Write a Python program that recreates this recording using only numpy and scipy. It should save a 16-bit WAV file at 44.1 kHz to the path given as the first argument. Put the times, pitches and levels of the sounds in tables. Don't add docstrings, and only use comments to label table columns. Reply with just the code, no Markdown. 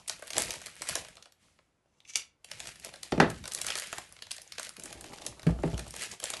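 import sys
import numpy as np
from scipy import signal
from scipy.fft import rfft, irfft
from scipy.io import wavfile

SR = 44100
rng = np.random.default_rng(int(sys.argv[2]) if len(sys.argv) > 2 else 0)


def how_loud(loudness_db):
    steps = np.asarray(loudness_db, float) / 20
    return 10 ** steps


def to_wav(s):
    ch = np.atleast_2d(s).T
    pcm = np.round(np.clip(ch, -1, 1) * 32767)
    wavfile.write(sys.argv[1], SR, pcm.astype(np.int16))


N = 282240


def at_hz(points, hz):
    points_hz, values = np.transpose(points)
    return np.interp(np.log(np.maximum(hz, 1)), np.log(points_hz), values)


def rms_one(x):
    return x / np.sqrt(np.mean(x ** 2) + 1e-20)


def band(x, low_hz, high_hz):
    edges_hz = [low_hz, min(high_hz, 0.45 * SR)]
    return signal.sosfilt(signal.butter(2, edges_hz, "band", fs=SR, output="sos"), x)


def colour(x, spectrum):
    gain = how_loud(at_hz(spectrum, np.fft.rfftfreq(len(x), 1 / SR)))
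    return irfft(rfft(x) * gain, len(x))


def drift(rate_hz):
    r = np.exp(-2 * np.pi * rate_hz / SR)
    slow = signal.lfilter([1], [1, -2 * r, r * r], rng.standard_normal(N + SR))
    return rms_one(slow[SR:])


def ring(drive, hz, t60):
    r, w = how_loud(-60 / (t60 * SR)), 2 * np.pi * hz / SR
    return signal.lfilter([0, np.sin(w)], [1, -2 * r * np.cos(w), r * r], drive + 1e-18)


def add(out, start_s, burst):
    i = round(start_s * SR)
    out[i:i + len(burst)] += burst[:N - i]


# frequency in Hz, level in dB per Hz.
AIR = [(25, -25), (60, -4), (150, -13.5), (300, -14), (700, -18.5), (2000, -26), (6000, -42), (13000, -45)]


def still_air():
    return how_loud(-76.5) * rms_one(colour(rng.standard_normal(N), AIR))


# peak in seconds, crackle level in dB, rise and fall in seconds per 20 dB, dull rustle in dB relative
MOVES = [
    (0.0, -54, .1, 0.05, 1),
    (.104, -47.5, 0, 0.16, -14),
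    (.29, -55.5, 0.5, 0, -4.5),
    (0.396, -31.5, 0.0756, 0.1969, -6.5),
    (.53, -42.5, 0.24, 0.02, -6),
    (.69, -50.5, .3, 0.4, -8.5),
    (0.909, -36, 0.09, 0.1862, -6.5),
    (1.22, -72.5, 0.8, 0, 7.5),
    (1.43, -65.5, .07, 0.32, -4),
    (2.169, -73, .5, 0.1, -.5),
         (2.501, -53, .04, 1.1, -3), (2.68, -47.5, 0.15, 0.08, -8), (2.86, -46.5, .07, .07, -3),
                 (3.12, -52.5, .4, .2, -5), (3.367, -51.5, .3, 0.16, -15), (3.5, -53.5, .15, 0.75, 0.5),
                 (3.709, -39.5, 0.18, 0.35, -13), (3.99, -57.5, .4, .45, -9.5), (4.34, -55.5, 0.11, .6, -9),
                 (4.616, -48, .12, .17, -15), (4.873, -53, .16, .5, -4), (5.27, -52, 1.2, 0.24, -3.5),
                 (5.49, -51, 0.1, 0.091, -8), (5.798, -51, 0.61, .35, -0.8), (6.02, -39, 0.14, .09, -9),
                 (6.126, -38.5, 0.067, 0.046, -6.5), (6.23, -47, 0.037, 4.6, -5.5)]


def handling():
    t = np.arange(0, N, 32) / SR
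    peak_s, peak_db, rise_s, fall_s, dull_db = np.transpose(MOVES)[:, :, None]
    move_db = peak_db - 20 * np.where(t < peak_s, (peak_s - t) / rise_s, (t - peak_s) / fall_s)

    def power_sum_db(level_db):
        return 20 * np.log10(np.sqrt(np.sum(how_loud(level_db) ** 2, axis=0)) + 1e-6)

    bright, dull = power_sum_db(move_db), power_sum_db(move_db + dull_db)
    hit_s, blow_db, _, deep_db, _ = np.transpose(BLOWS)[:, :, None]
    shudder_db, shudder_t60_s = -13.5, 0.6
    shake_db = shudder_db + blow_db + deep_db / 2 - 60 * np.abs(t - hit_s) / shudder_t60_s
    shake = (t > hit_s) * how_loud(shake_db)
    drag = how_loud(-65 + 0.67 * (dull + 58))
    low = 10 * np.log10(drag ** 2 + np.sum(shake ** 2, axis=0))
    return [np.interp(np.arange(N) / SR, t, level_db) for level_db in (bright, dull, low)]


# frequency in Hz, level in dB per Hz.
FILM = [(200, 0.5), (600, 3.5), (1250, 5), (1900, 0), (3500, -9), (8000, -12), (11500, -15)]


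def crackle(bright_db, dull_db, per_s=1200.0, spread_db=2.5, clump_db=4.5, rub=0.45, still_db=-63.5):
    born = rng.random(N) < per_s * how_loud(clump_db * drift(25.0)) / SR
    sizes = how_loud(spread_db * np.minimum(rng.exponential(1, N), 2.2))
    grains = signal.lfilter([1], [1, -0.93], born * sizes) * rng.standard_normal(N)
    moving = np.clip((bright_db - still_db) / 9.7, 0, 1)
    rub_level = rub + (1 - rub) * (1 - moving)
    film = colour(moving * rms_one(grains) + rub_level * rng.standard_normal(N), FILM)
    bright, dull = band(film, 2000, 13000), band(film, 300, 2000)
    patchy = how_loud(3.26 * drift(17.0))
    return how_loud(bright_db) * rms_one(bright) + how_loud(dull_db) * rms_one(dull * patchy)


def rumble(level_db, lump_db=3.0):
    drag = rng.standard_normal(N) * how_loud(lump_db * drift(13.0))
    return how_loud(level_db) * rms_one(band(band(drag, 36, 210), 42, 300))


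# start in seconds, peak level in dB, pitch in Hz.
TICKS = [(0.0611, -48, 2220), (0.1935, -39, 9890), (0.195, -45, 660), (0.2257, -38, 634),
         (0.2479, -43, 10240), (0.304, -34, 2650), (0.3105, -38, 5080), (0.3449, -40, 1550),
         (0.4043, -21, 9760), (0.4365, -24, 4740), (0.4694, -30, 9430), (0.4866, -29, 7200),
         (0.5198, -27, 9470), (0.5674, -41, 640), (0.6392, -41, 2500), (0.6667, -36, 9940),
         (0.6826, -40, 1420), (0.7547, -37, 10440), (0.7552, -44, 4120), (0.7677, -42, 10070),
         (0.7792, -48, 2640), (0.8106, -40, 640), (0.8253, -35, 2470), (0.8298, -39, 9450),
         (0.845, -36, 10170), (0.853, -40, 10110), (0.8538, -41, 1390), (0.8844, -27, 6890),
         (0.9174, -29, 7170), (0.9293, -30, 9970), (0.9308, -37, 1290), (0.9757, -34, 600),
         (0.9827, -33, 9770), (1.0231, -43, 700), (1.0852, -43, 7420), (1.1284, -50, 2220),
         (1.1548, -46, 6690), (1.18, -47, 1260), (1.2701, -51, 640), (1.4841, -57, 1450),
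         (1.5896, -53, 2070), (1.8577, -61.5, 650), (2.0036, -43, 3920), (2.053, -49, 2530),
         (2.1009, -38, 6210), (2.4878, -49, 2210), (2.488, -46, 6470), (2.596, -33, 6880),
         (2.6055, -41, 650), (2.6816, -35, 7620),
         (2.8684, -39, 605), (2.8916, -40, 2490), (2.9248, -46, 590), (2.955, -45, 10010),
                (3.0645, -49, 630), (3.1121, -39, 9300), (3.127, -29, 3740), (3.3069, -40, 9650),
                (3.3147, -42, 9700), (3.4778, -40, 1480), (3.5192, -29, 6790), (3.5249, -37, 2930),
                (3.525, -32, 6980), (3.5279, -44, 1370), (3.537, -26, 10200), (3.5681, -35, 4540),
                (3.5771, -38, 10320), (3.5988, -41, 1480), (3.6205, -33, 2800), (3.6352, -33, 7330),
                (3.6457, -37, 1410), (3.6716, -31, 9830), (3.6761, -34, 1470), (3.6768, -33, 6990),
                (3.6863, -24, 2690), (3.6896, -31, 9600), (3.697, -37, 650), (3.7032, -26, 1620),
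                (3.721, -23, 2910), (3.7759, -31, 7030), (3.7976, -23, 9960), (3.8736, -38, 6620),
                (3.9285, -27, 1320), (3.9769, -34, 1570), (3.9841, -36.5, 640), (3.9886, -35, 10680),
                (4.0921, -44.5, 9770), (4.1183, -50, 1220), (4.1657, -43, 2670), (4.1904, -43, 2750),
                (4.2226, -29, 4740), (4.3129, -27, 4500), (4.3171, -30, 4770), (4.3269, -36, 6740),
                (4.3648, -36, 7050), (4.382, -37, 4340), (4.4655, -52, 630), (4.4763, -37, 6900),
                (4.5222, -35, 2620), (4.5536, -46, 10060),
         (4.5558, -48, 1490), (4.5601, -49, 1530), (4.5823, -35, 1520), (4.5823, -27, 6000),
              (4.5965, -32, 1460), (4.63, -34, 4370), (4.6683, -34, 6660), (4.6688, -39, 2900),
              (4.692, -34, 9400), (4.6925, -39, 4380), (4.693, -43, 1480), (4.705, -44, 1440),
              (4.7382, -45, 7430), (4.7629, -49, 1380), (4.7968, -34, 5110), (4.8774, -41, 2110),
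              (4.921, -40, 6800), (4.922, -42, 2510), (5.0136, -42, 4370), (5.1218, -42, 2190),
              (5.1852, -43, 1480), (5.2246, -38, 3840), (5.2503, -41, 9960), (5.2508, -39, 4560),
              (5.2612, -40, 9710), (5.3256, -43, 1500), (5.386, -51, 9820), (5.3949, -43, 2170),
              (5.4196, -39, 4570), (5.4206, -48, 9440), (5.472, -39, 6880), (5.4777, -45, 9920),
              (5.6234, -42, 6290), (5.6284, -45, 2120), (5.6701, -51, 10630), (5.7429, -40, 6490),
              (5.7434, -33, 2780), (5.9237, -42, 6620), (6.0217, -32, 2950), (6.0981, -40, 9960),
              (6.1148, -28, 6840), (6.1195, -32, 6480), (6.1966, -50, 9760), (6.2009, -36, 4540),
              (6.2019, -43, 1530), (6.242, -33.5, 680), (6.3044, -39, 686), (6.3188, -37, 6600),
              (6.3373, -24, 2700), (6.3433, -29, 3590)]


def ticks(cycles=2.5, least_fade_s=0.0006, rise_cycles=2.5, wobble=1.0, gain_db=-2.0):
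    start_s, db, hz = np.transpose(TICKS)[:, :, None]
    t = np.arange(700) / SR
    chance = rng.standard_normal((len(start_s), len(t)))
    roughness = wobble * np.cumsum(chance, axis=1) * np.sqrt(hz / SR)
    phase = 2 * np.pi * hz * t + 3 * chance[:, :1] + roughness
    fade_s = least_fade_s + cycles / (2 * np.pi * hz)
    shape = np.minimum(t * hz / rise_cycles, 1) * np.exp(-t / fade_s)
    bursts = how_loud(db + gain_db) * shape / shape.max(axis=1, keepdims=True) * np.sin(phase)
    out = np.zeros(N)
    for s, burst in zip(start_s[:, 0], bursts):
        add(out, s, burst)
    return out


# snap in seconds, level in dB, body and edge in dB relative to it.
SNAPS = [(0.0784, -41, -6.5, 9), (0.083, -40.5, -23, 9), (.096, -28, -8, 1), (0.223, -49.5, 11.5, 5.5),
         (0.271, -48, -15, 7.5), (0.2781, -43.5, -8, 3), (0.3044, -35.5, -8, 1), (.3325, -32.5, -15, -5),
         (.3448, -45, -6, -8), (0.3666, -28.5, -5, -14.5), (.381, -23.5, -5.5, 7.5),
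         (0.4196, -33.5, -2.5, 10), (0.5063, -28.5, -17, -3), (.5381, -41, 1.5, 4.5),
         (0.6162, -49, 4, 6), (.66, -39, -12, 4), (0.6674, -38.5, -7, -3), (.8194, -33.5, -3.5, 3.5),
         (0.8883, -31, -7, 7), (0.895, -31, -7, 3), (0.9541, -28.5, -4, 5), (1.0478, -45, -3, -4),
         (1.0848, -49, 0, 1), (1.1547, -56, -23, 0), (1.169, -46.5, -7, -12),
         (1.225, -45.5, -12.5, -5.5), (1.257, -50.5, -4, -5), (1.322, -57, -12, 1.5),
         (1.5886, -65, 6.5, -23),
         (2.4453, -43, -11, 0), (2.5145, -33.5, -13.5, -6), (2.6022, -35, -13, -2.5),
           (2.6565, -43, -6, -10.5), (2.6713, -37, -11, -1), (2.757, -51.5, -14, 1),
           (2.7978, -51.5, -20, 6), (2.8472, -41.5, -4.5, 8), (2.89, -47, -4.5, -7),
           (2.9386, -43, -1.5, -6), (2.9586, -45.5, -6, -6), (3.0311, -35.5, -16, 1.5),
           (3.121, -33, 5.5, -17.5), (3.1781, -46, 6, -16), (3.2007, -25.5, 13, -10),
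           (3.3007, -39, -2, 4.5),
         (3.44, -40, -5, -6), (3.455, -36, -6, -3), (3.4776, -36, -8, 2.5), (3.514, -42, -18, -14),
           (3.5196, -37, -17, 2), (3.535, -48, -6, 16), (3.5478, -33, -11.5, 8), (3.576, -39, -10, -9),
           (3.587, -40, -4, 3), (3.6149, -31, -13.5, 4.5), (3.6451, -42.5, 2, 5), (3.666, -33.5, -5, 7.5),
           (3.685, -33, -8, -15), (3.7028, -26, -11, -12), (3.7204, -38, -22, -12), (3.7542, -30, -6, -1.5),
           (3.7695, -43, -10, 8), (3.7767, -41, 1, 9), (3.7858, -32, -16, -2), (3.798, -38.5, -12, 7),
           (3.8206, -36.5, -8, -2), (3.837, -42.5, -14, 1), (3.8707, -45.5, -10, 4.5),
           (3.9275, -36, 1.5, 1.5), (3.9822, -35.5, -2, 1),
         (4.124, -52, -3, 8), (4.165, -50, -7.5, -17), (4.189, -50.5, -10, -18),
             (4.2223, -36.5, -15, -6.5), (4.2677, -46, -6.5, -14.5), (4.3086, -35, -11.5, -5),
             (4.315, -33, -23, 4), (4.3646, -46.5, -5, 6), (4.3815, -44, -6.5, -3),
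             (4.4174, -49.5, -25, 9.5), (4.5215, -36, -19, -3), (4.582, -32.5, -10, -8),
             (4.596, -39.5, 0, 7), (4.6299, -41, -16, 7), (4.6487, -39.5, -24, -3), (4.6684, -43, -6, -2),
             (4.692, -46, -16, 9), (4.7664, -42.5, -10, -2), (4.797, -48.5, -2, 10.5), (4.836, -53, -5, 19),
             (4.857, -47.5, 2.5, 11.5), (4.927, -40, -6, 2), (5.0096, -49, -3, 10.5),
             (5.042, -43.5, -0.5, -2), (5.1838, -44, -21, -14), (5.2177, -44, -2, -11),
             (5.2503, -48, 0, -3), (5.2647, -33, -10, 5.5),
         (5.3952, -47, 0, -3), (5.4306, -46, 0, -2), (5.467, -47, 17, 4), (5.633, -55.5, 17.5, 7.5),
           (5.73, -50, -8, -3), (5.7781, -39, -5, 2), (5.7933, -36, -4.5, -.5), (5.8798, -52.5, -14, 9),
           (5.907, -49.5, -23, 12.5), (5.9396, -48, 3.5, 4), (5.9632, -42.5, -2.5, 8.5),
           (6.0204, -38.5, -33, 5.5), (6.0354, -36.5, -7.5, 2.5), (6.1155, -41, -21, 2.5),
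           (6.2005, -43, -7, 7), (6.2298, -42, -13, -6), (6.2394, -34.5, -4, 9.5), (6.255, -32.5, -24, -17),
           (6.302, -34.5, -6, 6), (6.3366, -30.5, -8.5, -11), (6.3684, -37.5, -17, -6)]


def snaps(body_fade_s=0.0022, mid_db=-3.5, body_db=-3.5, edge_db=-4.5, second=0.33, rise_s=0.0005):
    rows = np.array(SNAPS)
    snap_s, snap_db, body_rel_db, edge_rel_db = rows.T
    lead = 176
    t = (np.arange(900) - lead) / SR
    after = np.maximum(t, 0)
    creak = how_loud(-15.0) * np.exp(-np.abs(t) / 0.0012)
    slip_gap_s = 0.0008 + 0.002 * np.abs(np.tanh(rng.standard_normal((len(rows), 1))))
    since = t - slip_gap_s

    def two_slips(fade_s):
        first = np.minimum(after / rise_s, 1) ** 2 * np.exp(-after / fade_s)
        return creak + first + second * (since > 0) * np.exp(-np.abs(since) / fade_s)

    mid_noise, body_noise, edge_noise = rng.standard_normal((3, len(rows), len(t)))
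    thud = body_noise * after * np.exp(-after / body_fade_s)
    air_pocket = 0.96 * band(thud, 530.0, 781.2)
    parts = [(band(mid_noise * two_slips(0.0013), 2000, 6000), snap_db + mid_db),
             (band(thud, 440, 2040) + air_pocket, snap_db + body_rel_db + body_db),
             (band(edge_noise * two_slips(0.0007), 6000, 13000), snap_db + edge_rel_db + edge_db)]
    bursts = 0
    for part, level_db in parts:
        loudness = part[:, lead:lead + 220].std(axis=1, keepdims=True)
        bursts = bursts + part / loudness * how_loud(level_db)[:, None]
    out = np.zeros((4, N))
    for k, (s, burst) in enumerate(zip(snap_s, bursts)):
        add(out[k % len(out)], s - lead / SR, burst)
    return out


# hit in seconds, level in dB,
# hardness in dB per octave, deep modes in dB, handle knock in dB.
BLOWS = [(.372, -40, 7, 2, -63), (2.157, -58.5, 4.5, 11.5, -38), (3.122, -24.5, 1.5, -4, -44),
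         (3.178, -26, -1, -7, -39), (3.2007, -18, 4, -17, -11), (3.222, -19, 1, -5, -49),
         (3.299, -39, -3, 3, -59), (3.66, -60, -4, 9, -72), (3.975, -58, -5, 8, -72),
         (4.78, -50, 3, -4, -66), (5.103, -53, 0, 5, -70), (4.951, -54, 3, 17, -77),
         (5.295, -53.5, 3, 16, -70), (5.431, -61, 0, 24, -70), (5.466, -18.5, -9, -11, -44),
         (5.49, -38.5, 8, 28, -46), (5.588, -45, 4, 19, -50), (5.636, -25, 2, -6, -40),
         (5.648, -30, -14, -2, -50), (5.676, -46, 6, -4, -44.5), (5.731, -37.5, 1.5, 22, -50),
         (5.789, -53, 7, -4, -54), (5.87, -61.5, -8, 20, -78)]
# frequency in Hz, level in dB, t60 in seconds.
TABLE = [(59.9, -12, .35), (107, -7.5, 0.16), (165, -1, 0.18), (213.5, -10, 0.14), (253.3, -1.5, 0.11),
         (308, -3, .13), (353, -4.5, 0.12), (395, -0.5, 0.09), (481, -7, 0.1), (591, -8, 0.08),
         (661, -10, 0.098), (776, -9.5, 0.051), (868, -14.5, 0.067), (1200, -17.5, 0.031)]
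# frequency in Hz, level in dB, t60 in seconds.
HANDLE = [(547, -5, 0.048), (789, 0, 0.025), (1320, -2.5, 0.031)]


def table(swell_cycles=0.93, crack_db=5.0, crack_s=0.0032, detune=0.01, pressed_s=5.4, damping=1.3):
    t, out = np.arange(SR // 2) / SR, np.zeros(N)
    uneven = rng.standard_normal((len(BLOWS), len(TABLE) + len(HANDLE)))
    crack_noise = rng.standard_normal((len(BLOWS), 1500))
    cracks = band(crack_noise * np.exp(-t[:1500] / crack_s), 640, 2400)
    for (s, blow_db, hard_db, deep_db, knock_db), odd, crack in zip(BLOWS, uneven, cracks):
        levels = [blow_db + db + hard_db * np.log2(max(hz, 160) / 250) + deep_db * (hz < 130)
                  for hz, db, t60 in TABLE]
        levels += [knock_db + db for hz, db, t60 in HANDLE]
        modes = np.zeros(len(t))
        for (hz, db, t60), level_db, u in zip(TABLE + HANDLE, levels, odd):
            damp = damping if s > pressed_s and 190 < hz < 420 else 1
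            envelope = how_loud(level_db + 1.5 * u - 60 * t / t60 * damp)
            swell = np.minimum(t * hz / swell_cycles, 1)
            phase = 2 * np.pi * hz * (1 + detune * u) * t + 3 * u * (t60 > 0.05)
            modes += envelope * swell * np.sin(phase)
        add(out, s, modes)
        add(out, s, how_loud(knock_db + crack_db) * crack / np.abs(crack).max())
    return out


# time in seconds, level in dB.
SLIDE = [
    (1.84, -94),
    (1.985, -70.5),
    (2.04, -91),
    (2.053, -65),
    (2.103, -43),
    (2.12, -59),
    (2.14, -49),
    (2.155, -53),
    (2.17, -87.5),
]
# click in seconds, level in dB, tilt in dB per octave.
LATCH = [(1.859, -78, -7.5), (2.004, -59, 0), (2.05, -52.5, -3), (2.076, -62, 8), (2.091, -57, 8),
         (2.103, -52, -1), (2.136, -40.5, 1), (2.1516, -35.5, -3.5), (2.1562, -17, 4.5), (2.161, -33, -3.5),
         (2.1694, -37.5, 14), (2.194, -40.5, -10), (2.219, -38.5, -3)]
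# frequency in Hz, width in Hz, level in dB.
KNIFE = [(900, 900, -26), (2250, 270, -2), (2750, 220, 1.5), (3420, 370, -1.5), (4700, 1500, -2),
         (6080, 740, -1), (7400, 920, -9), (8600, 570, -14.5), (9560, 650, -16.5), (11300, 2600, -15.5)]


def knife(fade_s=0.0025, gain_db=4.5, slide_db=13.0):
    click_s, click_db, tilt_db = np.transpose(LATCH)
    at = np.round(click_s * SR).astype(int)
    path_db = np.interp(np.arange(N) / SR, *np.transpose(SLIDE), left=-200, right=-200)
    slide = how_loud(slide_db + path_db + 3.2 * drift(66.0))
    out = np.zeros(N)
    for hz, width_hz, db in KNIFE:
        noise = rng.standard_normal(N)
        clicks = np.zeros(N)
        clicks[at] = how_loud(click_db + gain_db + tilt_db * np.log2(hz / 3000))
        fading = signal.lfilter([1], [1, -np.exp(-1 / (fade_s * SR))], clicks)
        drive = noise * (fading + slide / 8)
        drive += slide * noise * 0.17 * (5000 < hz < 8000)
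        rung = band(ring(drive, hz, 2.56 / width_hz), 0.67 * hz, SR / 2)
        out += how_loud(db) * np.sqrt(width_hz / SR) * rung
    return out


def scuff(level_db, from_s=4.77, until_s=5.92, gain_db=-2.5, lump_db=3.5, low_hz=290.0):
    t = np.arange(N) / SR
    rub = rng.standard_normal(N) * how_loud(lump_db * drift(22.0))
    stirred = sum(ring(rub, hz, t60 / 2) / np.sqrt(t60) for hz, db, t60 in TABLE if low_hz < hz < 830)
    pressing = np.clip(np.minimum(t - from_s, until_s - t) * 20, 0, 1)
    return how_loud(level_db + gain_db) * rms_one(stirred) * pressing


# frequency in Hz, t60 in seconds.
ROOM_T60 = [(100, 0.1), (500, 0.24), (2500, 0.26), (12000, 0.18)]


def room(x, wet_db, low_db=0):
    t = np.arange(SR // 2) / SR
    edges_hz = 40 * 2.0 ** np.arange(10)
    tail = np.zeros(len(t))
    for low_hz, high_hz in zip(edges_hz, edges_hz[1:]):
        decay_db = low_db * (high_hz < 400) - 60 * t / at_hz(ROOM_T60, 2.0 * low_hz)
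        tail += band(rng.standard_normal(len(t)), low_hz, high_hz) * how_loud(decay_db)
    tail *= np.clip((t - 0.002) / 0.0025, 0, 1)
    response = how_loud(wet_db) * tail / np.sqrt(np.sum(tail ** 2))
    response[0] = 1
    return signal.fftconvolve(x, response)[:N]


def scene():
    bright_db, dull_db, rumble_db = handling()
    film = room(crackle(bright_db, dull_db), wet_db=-10.0) + room(ticks(), wet_db=-9.5)
    film += sum(room(spot, wet_db=-7.5) for spot in snaps())
    blows = room(table(), wet_db=-5.5, low_db=-5.0) + room(knife(), wet_db=-7.5)
    return (still_air() + film + rumble(rumble_db) + blows + scuff(bright_db))[None]


def roll_off(x):
    return signal.sosfilt(signal.butter(12, 13010, fs=SR, output="sos"), x)


def record(dry):
    ceiling = 0.8
    rounded = ceiling * np.tanh(dry / ceiling)
    top_cut = signal.cheby2(14, 60, 12535, fs=SR, output="sos")
    return roll_off(signal.sosfilt(top_cut, rounded))


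dry = scene()
out = record(dry)
to_wav(out)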